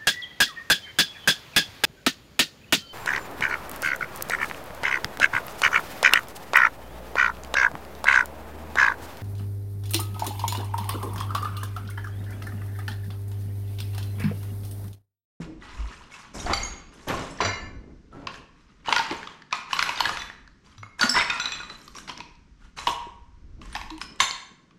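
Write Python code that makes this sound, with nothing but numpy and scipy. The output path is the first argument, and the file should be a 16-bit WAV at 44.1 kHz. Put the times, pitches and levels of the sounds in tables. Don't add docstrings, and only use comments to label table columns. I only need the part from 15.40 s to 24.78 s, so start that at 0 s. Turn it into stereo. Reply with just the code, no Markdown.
import sys
import numpy as np
from scipy import signal
from scipy.io import wavfile

SR = 44100
rng = np.random.default_rng(int(sys.argv[2]) if len(sys.argv) > 2 else 0)


def persist_wave(psi):
    counts = np.round(np.clip(psi, -1, 1) * 32767).astype(np.int16)
    wavfile.write(sys.argv[1], SR, np.atleast_2d(counts).T)


def gain_from_db(level_db):
    decades = np.asarray(level_db, float) / 20
    return 10 ** decades


N = 413658

# pitch in Hz, level in dB.
PANE = [(2125, -52), (3140, -60), (4560, -57), (5846, -62), (6907, -62), (7343, -66), (9647, -76),
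        (10427, -76)]
SLIVER = [(6632, 0)]
TILE = [(1001, -44), (1104, -49), (1346, -48), (1497, -48), (1750, -44), (2030, -48), (2110, -43),
        (2347, -51), (2848, -52), (3714, -62), (4016, -49), (4511, -50), (4780, -52), (5399, -58),
        (5889, -53), (6503, -64), (6928, -57), (7316, -62), (7811, -77), (9001, -84)]
CHIP = [(1330, 0)]
SCRAP = [(1254, -41), (1707, -45), (2546, -49), (3892, -49), (4328, -50), (6100, -56), (7850, -56)]
FLAKE = [(2083, -59), (2519, -55), (2982, -62), (3499, -52), (3935, -55), (5965, -64), (6810, -67)]
CRUMB = [(1174, -60), (2153, -63), (3919, -70), (4877, -72), (6745, -74), (10500, -80)]
SLAB = [(1437, -27), (3914, -36), (4570, -34), (6342, -41), (8247, -63), (9351, -64), (11418, -66)]
NEEDLE = [(4985, -41), (5362, -35), (7725, -40), (9340, -60), (10158, -49), (13700, -58)]
WEDGE = [(1373, -40), (1421, -44), (1868, -48), (2035, -45), (2627, -44), (3682, -48)]
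BOUNCER = [(1443, -51), (1873, -56), (2498, -50), (3500, -55), (3957, -52), (4027, -52), (5448, -68),
           (5733, -61), (5954, -58), (7402, -59), (10008, -79)]
BRICK = [(945, -40), (1005, -44), (1080, -47)]
BITS = [(893.6, -45), (1104, -52), (1658, -58), (2056, -57), (2239, -60), (3171, -61), (5006, -62)]
SPLINTER = [(2223, -67), (2918, -66), (4400, -72), (5180, -61)]
BOTTLE = [(985.1, -54), (1093, -51), (1556, -60), (1674, -62), (2299, -61), (2756, -60), (3182, -58),
          (3580, -50), (4280, -57), (5211, -61), (6212, -53), (7009, -50), (7499, -55), (7860, -66),
          (8236, -61), (9744, -59), (10099, -68), (10530, -70), (11025, -72)]
# (start in seconds, level in dB).
STRUCK_SHARDS = [(PANE, 0.068, [(1.134, -21.5)]), (SLIVER, 0.042, [(1.0, -38), (1.232, -22.5)]),
                 (TILE, 0.17, [(2.007, -28.5), (2.048, -26)]), (CHIP, .1, [(2.727, -40)]),
                 (CRUMB, .07, [(5.383, -55), (5.431, -47)]), (SCRAP, 0.086, [(4.656, -28)]),
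                 (FLAKE, 0.093, [(4.771, -45), (4.8, -44), (4.818, -60)]), (SLAB, 0.063, [(5.611, -14.5),
                 (5.622, -27)]), (NEEDLE, 0.057, [(5.694, -14.5)]), (WEDGE, 0.18, [(5.9, -29)]),
                 (BOUNCER, 0.048, [(5.999, -26.5), (6.056, -31.5), (6.12, -28.5), (6.232, -60),
                 (6.3, -56)]), (BRICK, 0.059, [(7.471, -17)]), (BITS, 0.059, [(8.328, -62), (8.352, -23),
                 (8.412, -56)]), (SPLINTER, 0.027, [(8.614, -33)]), (BOTTLE, 0.042, [(8.804, -18)])]
# start in seconds, peak in dB, low ring in Hz, high ring in Hz.
BRITTLE_BREAKS = [(1.098, -39.5, 950, 2030), (1.133, -8.5, 1230, 4610), (1.685, -19, 1060, 3030),
                  (3.49, -12.5, 1150, 2650), (3.562, -4, 950, 1990), (3.71, -18, 829, 2130),
                  (4.33, -6.5, 1030, 3010), (4.391, -5.5, 1386, 2380), (4.425, -3.5, 1460, 2180),
                  (4.491, -11.5, 960, 2580), (4.575, -23, 880, 3950), (4.604, -7, 930, 4400),
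                  (4.654, -8, 1720, 4070), (4.692, -12.5, 1180, 2130), (4.771, -16.5, 1480, 2380),
                  (4.818, -20.5, 1900, 2460), (5.38, -34.5, 1340, 3960), (5.611, -5, 1610, 4650),
                  (5.692, -14.5, 1530, 6000), (6.416, -42, 1280, 4030), (6.478, -29, 1240, 4770),
                  (6.55, -30.5, 1150, 5930), (6.584, -27, 1510, 3598), (7.47, -10, 1030, 2990),
                  (8.256, -42.5, 1030, 2410), (8.351, -14, 763, 1870), (8.413, -20.5, 960, 2200),
                  (8.503, -25, 970, 4160), (8.579, -30.5, 920, 2630), (8.802, 0, 1083, 2100)]


def unit(x):
    return x / np.sqrt(np.mean(x ** 2) + 1e-20)


def in_time(rows):
    s, *columns = np.transpose(rows)
    return [np.interp(np.arange(N) / SR, s, column) for column in columns]


def at_hz(points, hz):
    point_hz, values = np.transpose(points)
    return np.interp(np.log(hz), np.log(point_hz), values)


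def band(x, low_hz, high_hz, order=2):
    limits = [low_hz, min(high_hz, .45 * SR)]
    return signal.sosfilt(signal.butter(order, limits, "band", fs=SR, output="sos"), x)


def drift(rate):
    knots = rng.standard_normal(int(N / SR * 100) + 2)
    return np.interp(np.arange(N) / SR * min(rate, 99), np.arange(len(knots)), knots)


def ring(clicks, hz, t60):
    r = gain_from_db(-60 / (max(t60, 1e-3) * SR))
    w = 2 * np.pi * hz / SR
    return signal.lfilter([0, np.sin(w)], [1, -2 * r * np.cos(w), r * r], clicks + 1e-18)


def placed(x, pan_db):
    return x * gain_from_db(np.multiply.outer([.5, -.5], pan_db + 0 * x))


def stereo_bands(length, gain_of_band):
    # pitch in Hz, likeness from 0 to 1.
    likeness = [(60, 1), (240, 0.83), (930, 0.63), (3670, 0.38), (14500, 0.53)]
    out = 0
    white = rng.standard_normal((2, 2, length))
    edges = 100 * 2 ** np.arange(0, 7.6, .5)
    for k, (low, high) in enumerate(zip(edges, edges[1:])):
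        mid, side = band(white[k % 2], low, high)
        hz = np.sqrt(low * high)
        alike = np.clip(at_hz(likeness, hz), 0, 1)
        both = np.sqrt(1 + alike) * mid + np.sqrt(1 - alike) * side * [[1], [-1]]
        out = out + gain_of_band(hz) * both
    return out


def grip():
    # time in seconds, squeeze as rumble in dB, slip as rubbing in dB.
    hand = [(0.0, -48, -40.5), (0.3, -55.5, -63.5), (0.42, -42, -56.5), (0.8, -72.5, -69.5),
            (1.1, -34, -47.5), (1.55, -58, -61), (2.3, -43, -48), (2.7, -58, -63), (3.3, -59.5, -72),
            (3.6, -66.5, -52.5), (4.1, -74, -66), (4.73, -54.5, -64), (5.5, -61.5, -71),
            (6.8, -58.5, -54.5), (7.0, -54.5, -75), (7.95, -51, -75.5), (8.2, -42, -52.5),
            (9.38, -78.5, -70.5)]
    # start in seconds, length in seconds, pitch in Hz, level in
    # dB.
    creaks = [(0.0, 0.066, 166, -28.5), (0.079, 0.13, 320, -36), (0.384, 0.13, 52.8, -23.5),
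              (2.041, 0.12, 97.7, -25.5), (2.77, 0.091, 280, -39.5), (5.377, 0.13, 104, -38),
              (5.637, 0.027, 238, -18), (5.689, 0.061, 246, -29.5), (3.711, 0.014, 325, -21.5),
              (3.726, 0.016, 333, -27), (8.512, 0.085, 316, -32)]
    rumble_db, rub_db = in_time(hand)
    white = rng.standard_normal((2, 2, N)) * [[[1], [.33]]]
    rumble = unit(band(white[0], 14, 70, order=3)) * gain_from_db(rumble_db + 2.5 * drift(16))
    rub = unit(band(white[1], 130, 355)) * gain_from_db(rub_db + 4 * drift(25))
    mid, side = np.sqrt(2) * (rumble + rub)
    for s, length, hz, db in creaks:
        t = np.arange(int(length * SR)) / SR
        swell = np.sin(np.pi * np.sqrt(t / length))
        at = round(s * SR)
        mid[at:at + len(t)] += gain_from_db(db) * swell * np.sin(2 * np.pi * hz * t)
    return np.array([mid + side, mid - side]) * gain_from_db([[-.4], [.4]])


def still_building():
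    # pitch in Hz, strength in dB per Hz.
    hush_colour = [(71, -29), (120, 7.5), (194, 14), (503, -12), (602, -39.5), (735, -14.5), (845, -39),
                   (991, -3.5), (3470, -14.5), (7260, -12), (8510, -37), (12200, -60), (14000, -53.5)]
    hush = stereo_bands(N, lambda hz: gain_from_db(at_hz(hush_colour, hz) + 0.5 * drift(20)))
    return gain_from_db(-57.5) * unit(hush)


def strokes():
    # start in seconds, length in seconds, level in dB, treble in dB, weight in the low mids in dB.
    scuffs = [(0, 0.1, -41, -6, -21), (0.934, 0.57, -40.5, 2.5, 3.5), (1.516, 0.94, -53.5, -1.5, -1.5),
              (1.667, 0.4, -36.5, -1.5, 8.5), (2.71, 0.51, -58.5, -11, 15.5), (3.676, 0.46, -43.5, -7, -2),
              (6.541, 0.14, -43.5, -1, -6), (6.674, 0.092, -33.5, -12, -10.5),
              (7.362, 0.2, -38.5, 1.5, -8.5), (7.459, 0.15, -45.5, 12, 2), (8.204, 0.56, -54, -2, -15)]
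    # start in seconds, length in seconds, level in dB, treble in dB, weight in the low mids in dB.
    rolls = [(0.364, 0.51, -46.5, -5.5, -5), (1.105, 0.58, -43.5, -27.5, -6),
             (3.444, 0.38, -26, -12.5, -21.5), (3.12, 0.95, -60, -10.5, -16.5),
             (4.276, 0.7, -31, -7.5, -11.5), (4.554, 0.51, -35, -10, -8), (7.179, 0.19, -52.5, -3.5, -7),
             (8.282, 0.28, -45, -2, -15)]
    # start in seconds, length in seconds, level in dB, treble in dB.
    brushes = [(0.192, 0.73, -46.5, -8), (0.694, 0.35, -44, -5.5), (1.952, 0.14, -42, -20),
               (2.903, 0.14, -45.5, 0), (4.113, 0.16, -31, -11), (5.228, 0.28, -52, -9),
               (5.582, 0.15, -22.5, -3), (5.731, 0.18, -18.5, -10), (5.858, 0.75, -35.5, -11.5),
               (6.309, 0.84, -59, 5), (8.601, 0.063, -32, 0.5), (8.789, 0.11, -20.5, -10)]
    scuff_rise_s, roll_rise_s, brush_rise_s = 0.017, 0.095, 0.04
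    brush_weight_db = -13.5
    return ([(scuff_rise_s, *row) for row in scuffs]
            + [(roll_rise_s, *row) for row in rolls]
            + [(brush_rise_s, *row, brush_weight_db) for row in brushes])


def grit(per_s, spread_db, low_hz, high_hz, cycles, width_db, count=8):
    sizes = gain_from_db(spread_db * np.minimum(rng.exponential(1, N), 4)) * rng.choice([-1, 1], N)
    born = rng.random(N) < per_s * gain_from_db(5.0 * drift(40)) / SR
    dealt = rng.integers(0, count, N)
    place = rng.standard_normal(count)
    pitches = np.geomspace(low_hz, high_hz, num=count)
    rings = np.array([ring(sizes * born * (dealt == k), hz, cycles / hz) for k, hz in enumerate(pitches)])
    return unit(gain_from_db(np.outer([.5, -.5], 2.0 + width_db * place)) @ rings)


def grind():
    force = np.zeros((3, N))
    for rise, s, length, level_db, treble_db, weight_db in strokes():
        t = np.arange(int(length * SR)) / SR
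        shape = np.clip(t / rise, 0, 1) * np.cos(np.pi / 2 * t / length) ** 2.81
        at = round(s * SR)
        levels = gain_from_db(level_db + np.array([0, treble_db, weight_db]))
        force[:, at:at + len(t)] += np.outer(levels, shape)
    coarse = grit(2000, 2.5, 950, 4800, cycles=9.0, width_db=3.0)
    chips = grit(200, 3.5, 1000, 9000, cycles=80.0, width_db=3.0, count=20)
    dust = grit(5000, 2.2, 5200, 14000, cycles=70.0, width_db=4.0, count=12)
    weight = grit(900, 3.0, 240, 880, cycles=1.5, width_db=2.0, count=5)
    lumps = band(coarse + gain_from_db(-3) * chips, 880, 9500)
    return force[0] * lumps + force[1] * band(dust, 5300, 10000) + force[2] * weight


def breaks():
    # start in
    # seconds, peak in dB, low ring in Hz.
    plaster = [(1.064, -30, 1360), (1.701, -42.5, 1100), (2.004, -19.5, 940), (2.049, -35.5, 1040),
               (2.87, -17.5, 1070), (3.525, -2, 854), (3.581, -13.5, 1880), (3.592, -13.5, 790),
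               (3.725, -23, 1040), (4.126, -6.5, 1045), (4.309, -23.5, 1600), (4.365, -17, 1410),
               (5.594, -18.5, 1580), (5.63, -4, 1480), (5.901, -9, 1800), (5.997, -15, 1440),
               (6.057, -18, 1230), (6.12, -20, 1490), (6.153, -24, 1290), (6.694, -21.5, 960),
               (7.387, -22.5, 985), (8.363, -18, 890), (8.614, -16.5, 1440), (9.308, -45.5, 1135)]
    # start in seconds, peak in dB, low ring in Hz.
    crumbs = [(0.222, -39, 2000), (0.719, -37, 1720), (2.941, -28, 1760), (3.459, -28.5, 1100),
              (3.829, -23.5, 1860), (3.872, -23.5, 1260), (4.02, -30, 1790), (4.109, -33.5, 1700),
              (5.075, -38, 1580), (5.429, -34, 980), (6.298, -27.5, 1250), (6.677, -28, 1400),
              (6.773, -32, 974), (6.803, -22.5, 964), (7.371, -46, 1720), (8.215, -33, 1184),
              (8.327, -31.5, 1710)]
    plaster_treble_db, crumb_treble_db = -22, -55.5
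    brittle_treble_db, treble_per_db = -8, 1.53
    soft = [(*row, plaster_treble_db) for row in plaster] + [(*row, crumb_treble_db) for row in crumbs]
    highs = 2280 * np.exp(0.21 * rng.standard_normal(len(soft)))
    hard = [(s, db, low, high, brittle_treble_db + treble_per_db * db) for s, db, low, high in BRITTLE_BREAKS]
    return hard + [(s, db, low, high, treble_db) for (s, db, low, treble_db), high in zip(soft, highs)]


def cracks():
    size, rows = 4096, breaks()
    out, t = np.zeros((2, N + size)), np.arange(size) / SR
    bursts = rng.standard_normal((len(rows), 2, size))
    chance = rng.random((len(rows), 4))
    for (s, db, low_hz, high_hz, treble_db), burst, (place, *thin) in zip(rows, bursts, chance):
        push = burst * t * np.exp(-t / 0.0012)
        low_ring = unit(ring(push[0], low_hz, 22.0 / low_hz))
        high_ring = unit(ring(push[1], high_hz, 24.0 / high_hz))
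        body = .8 * unit(band(push[0], 900, 5000, order=3)) + 1.15 * low_ring
        body = band(body + .7 * high_ring, 750, 15000, order=3)
        snap = unit(band(push[0] + 0.4 * push[::-1] * [[1], [-1]], 4600, 9900, order=3))
        pings = unit(sum(ring(push, hz, 360 / hz) for hz in 4200 * 4.6 ** np.array(thin)))
        patches = unit(sum(ring(push, hz, 40 / hz) for hz in 2700 * 2.6 ** np.array(thin[::-1])))
        bright = .5 * snap + patches + gain_from_db(-2.5) * pings
        hit = placed(body, 6.7 * place - 1) + gain_from_db(treble_db) * bright
        at = round(s * SR)
        out[:, at:at + size] += gain_from_db(db + 1.0) * hit / np.abs(body).max()
    return out[:, :N]


def chinks():
    # start in seconds, level in dB, pitch in Hz, ring in seconds.
    chips = [(1.0, -35, 3750, 0.11), (1.003, -33, 5750, 0.084), (1.061, -28.5, 4500, 0.026),
             (1.064, -19.5, 730, 0.052), (1.098, -14.5, 1030, 0.019), (1.114, -22, 800, 0.15),
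             (1.122, -27, 1170, 0.038), (1.168, -36.5, 2120, 0.11), (1.176, -25.5, 4560, 0.082),
             (3.476, -25.5, 2940, 0.092), (3.485, -13, 907, 0.032), (3.483, -28, 3900, .015),
             (3.582, -18, 4670, 0.032), (3.594, -15, 913, 0.18), (4.39, -19, 4330, .02),
             (4.559, -27.5, 4730, 0.052), (4.576, -23, 3710, 0.04), (4.607, -11.5, 4370, 0.018),
             (4.654, -17.5, 1677, 0.076), (4.691, -25, 1255, 0.18), (4.772, -34.5, 3500, 0.22),
             (4.798, -32.5, 3970, 0.12), (4.794, -30, 5900, 0.044), (5.633, -19, 6260, 0.074),
             (5.755, -16.5, 1490, 0.045), (5.764, -13.5, 1990, 0.084), (5.766, -21, 1170, 0.037),
             (5.777, -12, 1600, 0.047), (5.787, -13, 2030, 0.073), (5.788, -16, 3720, 0.058),
             (5.798, -14.5, 1520, 0.037), (5.812, -11, 2174, 0.034), (5.815, -24, 1524, .03),
             (5.826, -19, 1900, .03), (5.899, -14.5, 2490, 0.048), (5.901, -20.5, 3620, 0.078),
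             (5.909, -25.5, 1378, 0.36), (6, -26, 5950, 0.11), (6.057, -16.5, 3930, 0.043),
             (6.123, -39, 2500, 0.1), (6.203, -23, 1430, 0.021), (6.232, -31.5, 1220, 0.053),
             (6.234, -33.5, 3960, 0.076), (6.3, -32.5, 4010, 0.1), (6.35, -39.5, 3980, 0.063),
             (6.416, -40, 5560, .02), (6.566, -29.5, 5650, 0.043), (6.631, -40.5, 6270, .02)]
    # start in seconds, level in dB, pitch in Hz, ring in
    # seconds.
    more_chips = [(0.223, -39, 1940, .12), (.225, -54, 1664, .08), (.445, -36, 950, .03),
                  (0.719, -40.5, 2200, 0.11), (3.839, -31, 1800, 0.012), (3.5277, -17.5, 2870, .02),
                  (0.74, -33.5, 2630, .04), (1.906, -43, 5335, .12), (1.2446, -45, 10400, .15),
                  (2.0043, -11.5, 1020, .06), (2.0015, -45, 4780, .08), (1.909, -37.5, 7677, .12),
                  (2.009, -47.5, 9000, .12), (2.049, -33.5, 4250, .012), (2.0513, -21.5, 983, .05),
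                  (1.703, -29, 1080, 0.062), (1.7396, -19, 1060, 0.055), (3.492, -20.5, 1410, .03),
                  (3.5657, -12, 1430, 0.042), (3.6, -25.5, 1440, 0.055), (4.13, -17.5, 1260, 0.071),
                  (4.9, -23.5, 1810, 0.017), (4.6, -31, 11780, .06), (2.915, -34, 1500, .03),
                  (4.73, -37.5, 9900, .08), (1.906, -42.5, 9480, .1), (4.723, -34, 6700, .03),
                  (5.262, -49.5, 4720, .05), (5.272, -49, 1020, .04), (5.383, -46.5, 5890, .1),
                  (5.4323, -25, 1270, 0.018), (5.431, -37.5, 2160, .08), (5.464, -37.5, 1200, .04),
                  (5.612, -17.5, 1418, .06), (5.633, -41, 11197, .08), (5.997, -44.5, 9000, .12),
                  (5.998, -50, 11305, .15), (6.692, -33.5, 5300, .04), (6.693, -38.5, 1010, .1),
                  (7.386, -29, 4005, .06), (7.478, -9, 3010, 0.0061), (7.49, -18, 3460, .01),
                  (7.527, -29.5, 2400, 0.017), (7.478, -16, 951, .1), (7.669, -32.5, 380, .04),
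                  (8.329, -31, 9140, .06), (8.615, -33.5, 9140, .04), (8.91, -12, 4320, 0.0069),
                  (8.805, -41.5, 3500, .12)]
    # start in seconds, level in dB, pitch in Hz.
    ticks = [(1.541, -37, 9700), (1.623, -48, 9500), (1.686, -17, 11700), (6.329, -52, 11000),
             (6.375, -44, 11900), (6.39, -42, 11500), (6.415, -41.5, 11870), (6.446, -40, 7600),
             (6.458, -41.5, 12000), (6.479, -38.5, 11800), (6.551, -44.5, 11500), (6.584, -29.5, 10200),
             (6.777, -22, 5470), (6.955, -44, 5010), (8.257, -33, 7800), (8.58, -28.5, 8950),
             (8.76, -36, 7900)]
    tick_ring_s, knock_db, knock_s = .003, -8, .004
    out, t = np.zeros(N + SR), np.arange(SR // 4) / SR
    for s, db, hz, ring_s in chips + more_chips + [(*row, tick_ring_s) for row in ticks]:
        fade = gain_from_db(-60 * t / ring_s) + gain_from_db(knock_db - 60 * t / knock_s)
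        at = round(s * SR)
        out[at:at + len(t)] += gain_from_db(db) * fade * np.sin(2 * np.pi * hz * t)
    return placed(out[:N], 1.3)


def shards():
    out, size = np.zeros(N + SR), SR * 3 // 5
    contact_s = .004
    for modes, ring_s, strikes in STRUCK_SHARDS:
        s, db = np.transpose(strikes)
        start = round(s[0] * SR)
        top_db = max(level for hz, level in modes)
        glints = [(hz, top_db - 40.5) for hz in 8300 * 2.5 ** rng.random(size=5)]
        for hz, mode_db in modes + glints:
            clicks = np.zeros(size)
            uneven_db = rng.normal(0, 2.0, len(s))
            strength_db = mode_db - top_db + 2.3 * np.log2(hz / 2000) + uneven_db
            clicks[np.round(s * SR).astype(int) - start] = gain_from_db(db + strength_db)
            split_hz = 35.0 * rng.uniform(-0.86, 1)
            t60 = ring_s * (2000 / hz) ** 0.033
            pair = ring(clicks, hz, t60) + .55 * ring(clicks, hz + split_hz, .8 * t60)
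            out[start:start + size] += pair - 1.55 * ring(clicks, hz, contact_s)
    return placed(band(out[:N], 770, 18000), 2.1)


def sparks():
    blows = [row[:2] for row in BRITTLE_BREAKS] + [blow for *_, strikes in STRUCK_SHARDS for blow in strikes]
    out, t = np.zeros((2, N + SR)), np.arange(SR // 5) / SR
    spark_db, spread_db, ring_s = -34, 6.0, .08
    for (s, db), (pitch, size, place) in zip(blows, rng.random((len(blows), 3, 12, 1))):
        fade = gain_from_db(spread_db * (2 * size - 1) - 60 * t / ring_s)
        modes = fade * np.sin(2 * np.pi * 7400 * 2 ** pitch * t)
        left, right = (modes * place).sum(0), (modes * (1 - place)).sum(0)
        at = round(s * SR)
        out[:, at:at + len(t)] += gain_from_db(db + spark_db) * np.array([left, right])
    return out[:, :N]


def thuds():
    # start in seconds, peak in dB.
    footfalls = [(1.063, -21), (1.096, -14), (1.686, -14), (2.002, -13), (2.047, -15.5), (2.867, -27.5),
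                 (3.49, -22), (3.709, -19.5), (4.656, -21), (4.691, -29), (5.61, -21.5), (5.633, -20.5),
                 (6.296, -35.5), (6.776, -36.5), (7.473, -21.5), (7.671, -50.5)]
    size = 4096
    out, t = np.zeros(N + size), np.arange(size) / SR
    for s, db in footfalls:
        burst = rng.standard_normal(size)
        thud = band(burst * t * np.exp(-t / 0.013), 99, 1700)
        at = round(s * SR)
        out[at:at + size] += gain_from_db(db) * thud / np.abs(thud).max()
    return out[:N]


def corridor():
    # pitch in Hz, time to fade by 60 dB in seconds.
    fade_times = [(200, 0.74), (700, 0.67), (2000, 0.63), (4000, 0.5), (7000, 0.53), (12000, 0.26)]
    # pitch in Hz, level of the echo in dB.
    wall_colour = [(200, -4.5), (1000, -1.5), (3000, 1), (7000, -1), (13000, 4.5)]
    t = np.arange(SR) / SR
    echo = stereo_bands(SR, lambda hz: gain_from_db(at_hz(wall_colour, hz) - 60 * t / at_hz(fade_times, hz)))
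    echo = echo * np.clip((t - .003) / 0.0006, 0, 1)
    return gain_from_db(-5) * echo / np.sqrt(np.sum(echo ** 2) / 2)


def scene():
    # time in seconds, left minus right in dB.
    balance = [(0, 0.3), (1.2, 1.8), (2.1, 3), (3.0, 0.2), (3.8, 0.5), (4.4, 1.5), (6.6, 0.9), (7.7, 2.0),
               (9.38, 1)]
    handling, hush = grip(), still_building()
    crunch = grind() + cracks() + chinks() + thuds()
    clinks = shards() + sparks()
    echoes = signal.fftconvolve(crunch + gain_from_db(7.0) * clinks, corridor(), axes=1)[:, :N]
    floor = crunch + clinks + echoes
    balance_db, = in_time(balance)
    return floor * placed(np.ones(N), balance_db - 1.7) + handling + hush


def band_limit(x):
    return signal.sosfilt(signal.butter(12, 15080, fs=SR, output="sos"), x)


def record(dry):
    # pitch in Hz, width in Hz, level in dB.
    housing = [
        (1030, 200, 1.5),
        (9490, 5970, -8.5),
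    ]
    coloured = dry
    for hz, width, db in housing:
        coloured = coloured + (gain_from_db(db) - 1) * band(dry, hz - width / 2, hz + width / 2, order=1)
    dull = signal.sosfilt(signal.butter(4, 11900, fs=SR, output="sos"), coloured)
    mix = 1.225 * np.tanh(dull / 1.759)
    return band_limit(mix)


dry = scene()
out = record(dry)
persist_wave(out)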